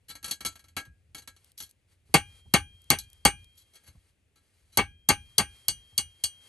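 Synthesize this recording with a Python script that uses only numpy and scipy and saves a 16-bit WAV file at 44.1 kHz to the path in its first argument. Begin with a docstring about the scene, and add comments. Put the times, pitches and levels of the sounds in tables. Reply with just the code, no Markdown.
"""Hammering a nail on rusty steel

A rusty steel frame lies on a tree stump outdoors, close to a phone. A nail is scratched and set down on it,
then hammered. Each blow rings nail and steel as decaying modes and bursts of coloured noise; heavy ones also
make the frame clatter, thud on the stump and shake the ground. Between blows the fingers rub as wavering hiss
and grit ticks on the rust. Phone rumble and quiet outdoor air, both coloured noise, lie underneath.
"""
import sys
import numpy as np
from scipy import signal
from scipy.fft import rfft, irfft, next_fast_len
from scipy.io import wavfile
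from scipy.ndimage import uniform_filter1d

SR = 44100
rng = np.random.default_rng(int(sys.argv[2]) if len(sys.argv) > 2 else 0)


def int16_out(signal):
    """Quantize to a 16-bit WAV file."""
    q = np.round(np.clip(np.atleast_2d(signal).T, -1, 1) * 32767)
    wavfile.write(sys.argv[1], SR, q.astype(np.int16))


N = 285768

# Hammer blows. Each row: start in seconds, drive into the frame in dB, ring level in dB, tick level in dB,
# rebound delay in seconds, landing relative to first push in dB, frequency favoured by the contact in Hz.
HAMMER_BLOWS = [(2.1409, -20, -16.5, -24.5, 0.0058, -2.5, 7070),
                (2.538, -20.5, -18.5, -25, 0.0058, -11, 7050),
                (2.9026, -25.5, -18.5, -19.5, 0.024, -6.5, 4160),
                (3.251, -21, -16.5, -23, 0.0062, -10.5, 8750),
                (4.7727, -24.5, -22.5, -23.5, 0.018, 3, 4310), (5.0882, -24.5, -17, -22, 0.014, 1, 6370),
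                (5.3813, -29, -19, -22, 0.017, 2.5, 8640), (5.6828, -46, -23, -25.5, 0.011, -7.5, 6160),
                (5.9782, -44.5, -21.5, -27.5, 0.0093, 5.5, 2970),
                (6.2375, -50, -22.5, -34, 0.011, -18.5, 8320)]
# Modes of the steel. Each row: frequency in Hz, time to fall by 60 dB in seconds,
# relative level in dB when hammered, relative level in dB when touched by the nail tip.
STEEL_MODES = [(291, 0.15, -5, -14), (800, 0.11, 8, -19), (822, 0.15, 2, -20), (1174, 0.08, 4, -13),
               (1330, 0.15, -18, -4), (1550, 0.16, -3, -18), (1638, 0.26, -15, -8), (1863, 0.1, -3, -11),
               (2150, 0.09, 4, -8), (2256, 0.13, 4, -5), (2417, 0.42, -19, -37), (2710, 0.11, 2, -13),
               (2907, 0.2, -12, -22), (3214, 1.4, -36, -48), (3280, 0.1, -5, -2), (4054, 0.12, -22, -2),
               (4375, 0.09, -6, 2), (4560, 0.09, -2, -2), (4790, 0.14, -24, -14), (5992, 0.2, -16, -25),
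               (6372, 0.12, -11, -2), (6742, 0.09, -9, -10), (7079, 0.17, -28, -11), (7881, 0.13, -30, -6),
               (8140, 0.13, -6, -12), (8484, 0.13, -25, -9), (8689, 0.16, -15, -23), (9398, 0.13, -11, -14),
               (9604, 0.21, -12, -29), (11500, 0.13, -19, -19)]
# The nail tip lands or catches. Each row: start in seconds, level in dB, body relative to treble in dB.
TIP_TOUCHES = [(.1, -46, -2.5), (.153, -49, 2), (0.228, -50.5, 0), (.243, -37.5, -1.5), (.3105, -30, -8.5),
               (.406, -44, 3.5), (.449, -33.5, 1), (.460, -31.5, -3.5), (0.555, -54.5, 3.5),
               (0.593, -58, -0.5), (.766, -36.5, 5.5), (1.147, -44, 1), (1.181, -49.5, -5),
               (1.2749, -45.5, 0.5), (1.578, -49, -20), (1.602, -40, -4.5), (1.634, -47, -11.5),
               (2.987, -37, -18)]
# The tip is dragged over the rust. Each row: start in seconds, end in seconds, level in dB,
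# body relative to treble in dB.
TIP_SCRAPES = [(0.079, 0.124, -46, -2.5), (0.241, 0.328, -42, -1.5), (0.761, 0.803, -37.5, 6.5),
               (1.149, 1.190, -51.5, 0), (1.57, 1.643, -48, -17), (3.548, 3.633, -61, -15.5),
               (3.728, 3.776, -56.5, -1.5), (3.826, 3.909, -59, 2), (4.351, 4.39, -67, 2),
               (4.717, 4.766, -60.5, -1.5)]
# How freely the frame rings under the steadying hand. Each row: time in seconds, relative level in dB.
FRAME_FREEDOM = [(1.15, 0), (1.7, -6), (2.99, -2), (3.6, -2.5)]
# Grit cracks without ringing. Each row: start in seconds, relative level in dB.
GRIT_CRACKS = [(1.445, -56), (1.518, -58), (1.711, -56), (2.818, -58.5), (2.842, -60.5), (3.101, -57.5),
               (3.131, -52), (3.444, -56)]
# Soft bumps of hand and frame on the stump. Each row: start in seconds, level in dB.
STUMP_BUMPS = [(.865, -53.5), (1.618, -58.5), (2.09, -54), (2.455, -52.5), (3.33, -47), (3.88, -53.5),
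               (3.949, -53.5), (5.925, -57.5)]
# Fingers slide on nail and frame. Each row: start in seconds, end in seconds, relative hiss level in dB.
FINGER_RUBS = [(.1, 0.678, -73.5), (1.3, 1.5, -66.5), (1.87, 1.927, -59.5), (2.05, 2.402, -61),
               (2.397, 3.45, -67), (3.45, 4.097, -66.5), (4.37, 4.92, -70), (5.1, 6.476, -64),
               (5.48, 5.656, -60), (6.39, 6.481, -58.5)]

# Noise colours. Each row of every colour: frequency in Hz, relative level in dB.
# The frame on the stump: dull thud and metallic clatter.
THUD_COLOUR = [(40, -18.5), (75, -2.5), (190, -0.5), (300, -7), (400, -1), (510, -10), (800, -5.5),
               (1200, -14.5), (2000, -40)]
CLANG_COLOUR = [(500, -26), (900, -17), (1200, 3.5), (1400, -5.5), (1580, 0), (1950, -4), (2300, -3),
                (2700, -0.5), (3350, -7), (3700, -7.5), (6000, -26)]
# Dense high modes of the steel, under the hammer and under the nail tip.
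RING_COLOUR = [(1500, -36.5), (3000, -12), (3700, -9), (4500, 1), (5300, -5), (6500, -3), (7500, -3.5),
               (8500, 0.5), (9200, -15), (10300, 10.5), (11400, -6.5), (12200, -9), (13200, -32),
               (15500, -45.5)]
TIP_COLOUR = [(1500, -44), (3000, -4.5), (3600, 0), (4050, 2.5), (4600, -17.5), (5400, 0.5), (6700, -2.5),
              (7400, -3), (8500, -3), (9500, -4), (11300, 12), (12300, -28.5), (13500, -27.5),
              (15500, -32.5)]
# Dense low modes of the steel under the nail tip.
BODY_COLOUR = [(30, -24), (85, -4), (130, 5.5), (420, 1), (560, 0.5), (900, -1.5), (1350, -4.5), (2200, -5),
               (3000, -2.5), (4500, -23)]
# The click of steel on steel, and the crack of grit.
TICK_COLOUR = [(1000, -23), (3600, -13), (4500, -2.5), (5400, -5), (8000, -10.5), (11500, 5.5),
               (12800, -17.5), (16000, -32)]
CRACK_COLOUR = [(2500, -24), (3500, -2.5), (6000, -10), (10000, -1.5), (12500, 1)]
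# Finger skin on metal.
SKIN_COLOUR = [(200, 4.5), (900, 0), (2200, 0.5), (4500, 1), (6500, -3.5), (8800, 1), (11000, 7),
               (12000, -6.5), (13000, -28.5)]
# Shaking ground, also used for phone rumble.
GROUND_COLOUR = [(20, -20.5), (45, -9), (70, -6), (92, -5), (120, -17), (220, -29.5), (600, -56.5)]
# Outdoor air.
AIR_COLOUR = [(30, 5.5), (90, 17.5), (200, 6), (500, 3), (1000, -11), (2500, -2), (5000, -15), (11000, -9),
              (13000, -29)]
# Phase between the two microphone ports. Each row: frequency in Hz, lead of the left in radians.
PORT_PHASE_LEAD = [(100, 0), (500, .3), (1200, 0), (1700, -.6), (2300, .5), (2900, 1.5), (3450, 1.3),
                   (3750, 0), (5200, 1.0), (6600, 0), (7550, 1.5), (8500, .1), (10200, -3.1), (13400, -9)]
# Level between the ports. Each row: frequency in Hz, left minus right in dB.
PORT_LEVEL_BALANCE = [(150, .7), (1100, 3), (1600, 1), (2000, 5), (3000, 2), (4000, 2), (4900, 6),
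                      (6100, 0), (7300, 6), (8200, .5), (12000, 0)]

AGE = np.arange(int(1.2 * SR)) / SR  # seconds since a contact
ATTACK = int(.03 * SR)  # samples
# Weaker modes crowd round the strong ones: fine peaks and valleys, the same for every contact.
CROWD_HZ = np.arange(0, SR / 2, 45)
CLUSTERS = np.exp(-((CROWD_HZ - np.array(STEEL_MODES)[:, :1]) / 85) ** 2).max(axis=0)
CROWD = 2.2 * CLUSTERS + .7 * rng.standard_normal(len(CROWD_HZ))

# Parts of a blow follow its drive: level in dB at full drive, and dB gained per dB of drive.
FULL_DRIVE_DB = -24
CLANG_DB, CLANG_SLOPE = -26, 1  # clatter, relative to the share of each contact
SHAKE_DB, SHAKE_SLOPE = -36, 0.59  # ground
FLEX_DB, FLEX_SLOPE = -29, 1.25  # lowest modes, below FLEX_TOP_HZ
BEND_DB, BEND_SLOPE = -26, 0.93  # higher bending modes, below BEND_TOP_HZ
FLEX_TOP_HZ, BEND_TOP_HZ = 1000, 2800
# High modes near the favoured frequency speak more: boost and width.
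FAVOUR_DB, FAVOUR_OCTAVES = 5.5, 0.043
# For the last blows the hand holds the frame loosely, and its long-lived modes ring louder.
LOOSE_FROM_S, LONG_T60_S, LOOSE_DB = 5.3, .25, 4.5
# After a touch the tip settles once more, faintly: mean delay and level.
SETTLE_S, SETTLE_DB = .06, -62
SLIPS_PER_S, SLIP_SPREAD_DB = 450, 5  # mean rate and unevenness of a scrape's jumps
# Finger movements; the hiss of a still grip is relative, like the rubs.
RUB_ATTACK_S, RUB_RELEASE_S, GRIP_DB = 0.042, 0.02, -81.5
WAVER_DB, WAVER_S = 1.5, .07  # slow wavering of finger pressure: spread and time scale
# The phone sways with each swing of the arm; its level is relative to the shake of the ground.
SWAY_DB, SWAY_LAG_S, SWAY_WIDTH_S = -19.5, 0.1, 0.095
# Rumble of the held phone at rest, and while the nail is worked into place.
STILL_DB, PLACING_DB, PLACING_END_S = -74, -64.5, 1.33
TOP_HZ = 16400  # upper limit of the phone


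def hammer(shapes):
    """Steel meets steel with a tick and a ring, and the struck frame jolts the stump and ground."""
    out = np.zeros((2, N))
    hz, t60, held_db, _ = np.transpose(STEEL_MODES)
    for t, drive_db, ring_db, tick_db, delay, rebound_db, favoured_hz in HAMMER_BLOWS:
        mode_db = held_db + LOOSE_DB * (t > LOOSE_FROM_S) * (t60 > LONG_T60_S)
        # the first push and the landing share the energy of thud and clatter
        shares = np.array([1, undb(rebound_db)]) / np.hypot(1, undb(rebound_db))
        add(out, t, undb(tick_db) * burst(TICK_COLOUR, rise=.0003, t60=0.018))
        add(out, t, undb(ring_db) * struck_ring(shapes, mode_db, favoured_hz))
        for lag, share in zip((.0008, delay), shares):
            add(out, t + lag, share * frame_on_stump(drive_db))
        # bending modes start between the two contacts, nearer the stronger one
        add(out, t + delay * shares[1] ** 2, frame_bending(shapes, mode_db, drive_db))
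        add(out, t, undb(shake_level(drive_db)) * burst(GROUND_COLOUR, rise=0.0054, t60=.36))
    return out


def struck_ring(shapes, mode_db, favoured_hz):
    """Where the head lands on the nail decides which high modes speak most; a dense crowd rings along."""
    hz = np.transpose(STEEL_MODES)[0]
    octaves_off = np.log2(hz / favoured_hz)
    favour_db = FAVOUR_DB * np.exp(-(octaves_off / FAVOUR_OCTAVES) ** 2)
    high_modes = ring(shapes, undb(mode_db + favour_db + .5) * (hz >= BEND_TOP_HZ))
    return high_modes + undb(-4.5) * burst(RING_COLOUR, rise=.001, t60=.088)


def frame_on_stump(drive_db):
    """One contact of frame and stump: a dull thud with a clatter of dense modes."""
    thud = undb(drive_db) * burst(THUD_COLOUR, rise=.002, t60=.075)
    clang_db = follow(drive_db, CLANG_DB, CLANG_SLOPE)
    return thud + undb(clang_db) * burst(CLANG_COLOUR, rise=.002, t60=.11)


def frame_bending(shapes, mode_db, drive_db):
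    """The frame flexes and rings on in its low modes; the lowest fade fastest as blows get lighter."""
    hz = np.transpose(STEEL_MODES)[0]
    flex_db = follow(drive_db, FLEX_DB, FLEX_SLOPE)
    bend_db = follow(drive_db, BEND_DB, BEND_SLOPE)
    low_db = np.where(hz < FLEX_TOP_HZ, flex_db, bend_db)
    return ring(shapes, undb(mode_db + low_db) * (hz < BEND_TOP_HZ))


def shake_level(drive_db):
    """The ground shakes less unevenly than the frame is driven; level in dB."""
    return follow(drive_db, SHAKE_DB, SHAKE_SLOPE)


def nail_touches(shapes):
    """The tip taps down or catches, nudges the ground, and settles once more."""
    out = np.zeros((2, N))
    for t, db, body_db in TIP_TOUCHES:
        add(out, t, undb(db) * tip_response(shapes, t, body_db))
        settle_delay = SETTLE_S * (.5 + rng.random())
        add(out, t + settle_delay, undb(SETTLE_DB) * tip_response(shapes, t, body_db))
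        add(out, t, undb(db + body_db - 19.5) * burst(GROUND_COLOUR, rise=0.0059, t60=0.2))
    return out


def nail_scrapes(shapes):
    """The tip sticks and slips over the rust in uneven little jumps, each exciting the frame."""
    out = np.zeros((2, N))
    for start, end, db, body_db in TIP_SCRAPES:
        n = max(int((end - start) * SR), ATTACK)
        jumps = rng.random(n) < SLIPS_PER_S / SR
        strengths = undb(SLIP_SPREAD_DB * rng.standard_normal(n))
        slips = jumps * strengths * signal.windows.tukey(n, .4)
        x = signal.fftconvolve(tip_response(shapes, start, body_db), slips[None], axes=1)
        rms = np.sqrt(np.mean(x[:, :n] ** 2) + 1e-18)
        add(out, start, undb(db) * x / rms)
    return out


def tip_response(shapes, t, body_db):
    """The frame's answer to one catch of the nail tip; the less it moves the body, the more it ticks."""
    hz, _, _, mode_db = np.transpose(STEEL_MODES)
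    free_db = np.interp(t, *np.transpose(FRAME_FREEDOM))
    modes = ring(shapes, undb(mode_db + free_db - 2.5 + body_db * (hz < BEND_TOP_HZ)))
    treble = undb(-3) * burst(TIP_COLOUR, rise=.0006, t60=.085)
    body = undb(body_db - 10) * burst(BODY_COLOUR, rise=.001, t60=.11)
    tick = undb(-13.0 - 0.4 * body_db) * burst(TICK_COLOUR, rise=0.00021, t60=0.01)
    return modes + treble + body + tick


def grit():
    """Grains crack on the rust: very short bright bursts that wake no steel modes."""
    out = np.zeros((2, N))
    for t, db in GRIT_CRACKS:
        add(out, t, undb(db - 8) * burst(CRACK_COLOUR, rise=0.00024, t60=0.0083))
    return out


def bumps():
    """Soft pushes that reach only the stump and the ground."""
    out = np.zeros((2, N))
    for t, db in STUMP_BUMPS:
        ground = burst(GROUND_COLOUR, rise=0.0073, t60=0.16)
        thud = undb(-18.0) * burst(THUD_COLOUR, rise=.006, t60=0.055)
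        add(out, t, undb(db) * (ground + thud))
    return out


def finger_rubs():
    """Skin slides softly on nail and frame: hiss whose level wavers with finger pressure."""
    pressure_db = WAVER_DB * wander(WAVER_S) + .6 * wander(.012)
    slides = [undb(db) * stroke(start, end, RUB_ATTACK_S, RUB_RELEASE_S) for start, end, db in FINGER_RUBS]
    hiss = np.hypot(undb(GRIP_DB), np.linalg.norm(slides, axis=0))
    return hiss * undb(pressure_db - 5.0) * pair(SKIN_COLOUR, N, ripple_db=3.0)


def phone_rumble():
    """The held phone rumbles faintly, more as the nail is placed and as it sways after each blow."""
    t = np.arange(N) / SR
    movements = [undb(PLACING_DB) * stroke(0, PLACING_END_S, attack=0.0074, release=0.11)]
    for blow_s, drive_db, *_ in HAMMER_BLOWS:
        distance = (t - blow_s - SWAY_LAG_S) / SWAY_WIDTH_S
        movements.append(undb(shake_level(drive_db) + SWAY_DB) / np.hypot(1, distance) ** 2)
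    level = np.hypot(undb(STILL_DB), np.linalg.norm(movements, axis=0))
    return level * pair(GROUND_COLOUR, N)


def outdoor_air():
    """Quiet steady air noise, less alike at the two ports than the nearby sounds."""
    return undb(-75.5) * pair(AIR_COLOUR, N, spread=.5)


def mode_shapes():
    """Free decay of each mode of the steel; vibration takes a moment to spread through it."""
    hz, t60 = np.transpose(STEEL_MODES)[:2, :, None]
    decay = np.exp((2j * np.pi * hz - np.log(1000) / t60) * AGE)
    return (decay * (1 - np.exp(-AGE / .002))).astype(np.complex64)


def ring(shapes, gains):
    """Every contact point weights the modes anew; each port hears them a little differently."""
    count = len(gains)
    phases = np.exp(2j * np.pi * rng.random(count))
    weight = gains * undb(1.3 * rng.standard_normal(count)) * phases
    ports = np.exp(.1 * (rng.standard_normal((2, count)) + 1j * rng.standard_normal((2, count))))
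    return ((weight * ports).astype(np.complex64) @ shapes).imag


def burst(colour, rise, t60):
    """Crowded modes that swell and die together; rise and t60 in seconds, rms 1 over the attack."""
    age = AGE[:len(AGE) // 3]
    crowd = pair(colour, len(age), ripple_db=4.0)
    x = crowd * (1 - np.exp(-age / rise)) * np.exp(-np.log(1000) * age / t60)
    rms = np.sqrt(np.mean(x[:, :ATTACK] ** 2))
    return np.pad(x / rms, ((0, 0), (0, len(AGE) - len(age))))


def pair(colour, size, spread=.17, ripple_db=0):
    """Coloured noise at two close ports: a common part plus a part of opposite sign, scaled by spread."""
    common = noise(colour, size, ripple_db)
    return common + spread * np.array([[1], [-1]]) * noise(colour, size, ripple_db)


def noise(colour, size, ripple_db):
    """Noise of the given colour, closed steeply at both ends and rippled by the crowded modes; rms 1."""
    n = next_fast_len(size)
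    hz = np.fft.rfftfreq(n, 1 / SR)
    inside = np.minimum((hz + 1) / colour[0][0], colour[-1][0] / (hz + 1)).clip(0, 1) ** 4
    # the ripple is gentler below 3 kHz
    ripple = ripple_db * np.interp(hz, CROWD_HZ, CROWD) * np.minimum(hz / 3000, 1)
    spectrum = rfft(rng.standard_normal(n)) * inside * undb(along(colour, hz) + ripple)
    x = irfft(spectrum, n)[:size]
    return x / x.std()


def stroke(start, end, attack, release):
    """Envelope of one movement: it swells from start, holds until end and dies away."""
    t = np.arange(N) / SR
    swell = 1 - np.exp(-np.maximum(t - start, 0) / attack)
    return swell * np.exp(-np.maximum(t - end, 0) / release)


def wander(seconds):
    """Smooth chance that changes over the given time; spread 1."""
    size = int(seconds * SR)
    x = uniform_filter1d(uniform_filter1d(rng.standard_normal(N), size), size)
    return x / x.std()


def follow(drive_db, full_db, slope):
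    """Level in dB of a part of a blow that grows with the drive."""
    return full_db + slope * (drive_db - FULL_DRIVE_DB)


def along(points, hz):
    """Rows of (Hz, value) read on a log-frequency axis."""
    f, value = np.transpose(points)
    return np.interp(np.log(hz + 1), np.log(f), value)


def undb(db):
    """Decibels to gain."""
    return 10 ** (np.asarray(db) / 20)


def add(out, t, x):
    """Mix x into out from time t in seconds."""
    i = max(int(t * SR), 0)
    out[:, i:i + x.shape[1]] += x[:, :N - i]


def scene():
    """Hammer and nail work on the same piece of steel, over fingers, phone rumble and outdoor air."""
    shapes = mode_shapes()
    work = hammer(shapes) + nail_touches(shapes) + nail_scrapes(shapes) + grit() + bumps()
    return work + finger_rubs() + phone_rumble() + outdoor_air()


def record(dry):
    """The phone shifts phase and level between its ports, thins both ends of the range and rounds peaks."""
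    n = next_fast_len(N + ATTACK)
    hz = np.fft.rfftfreq(n, 1 / SR)
    side = np.array([[.5], [-.5]])  # left and right each take half the difference
    balance = undb(side * along(PORT_LEVEL_BALANCE, hz))
    ports = balance * np.exp(1j * side * along(PORT_PHASE_LEAD, hz))
    heard = irfft(rfft(dry, n) * ports, n)[:, :N]
    heard = signal.sosfilt(signal.butter(2, 45, "high", fs=SR, output="sos"), heard)
    heard = signal.sosfilt(signal.butter(4, 13200, fs=SR, output="sos"), heard)
    rounded = np.tanh(heard)
    return signal.sosfilt(signal.ellip(8, .2, 70, TOP_HZ, fs=SR, output="sos"), rounded)


dry = scene()
out = record(dry)
int16_out(out)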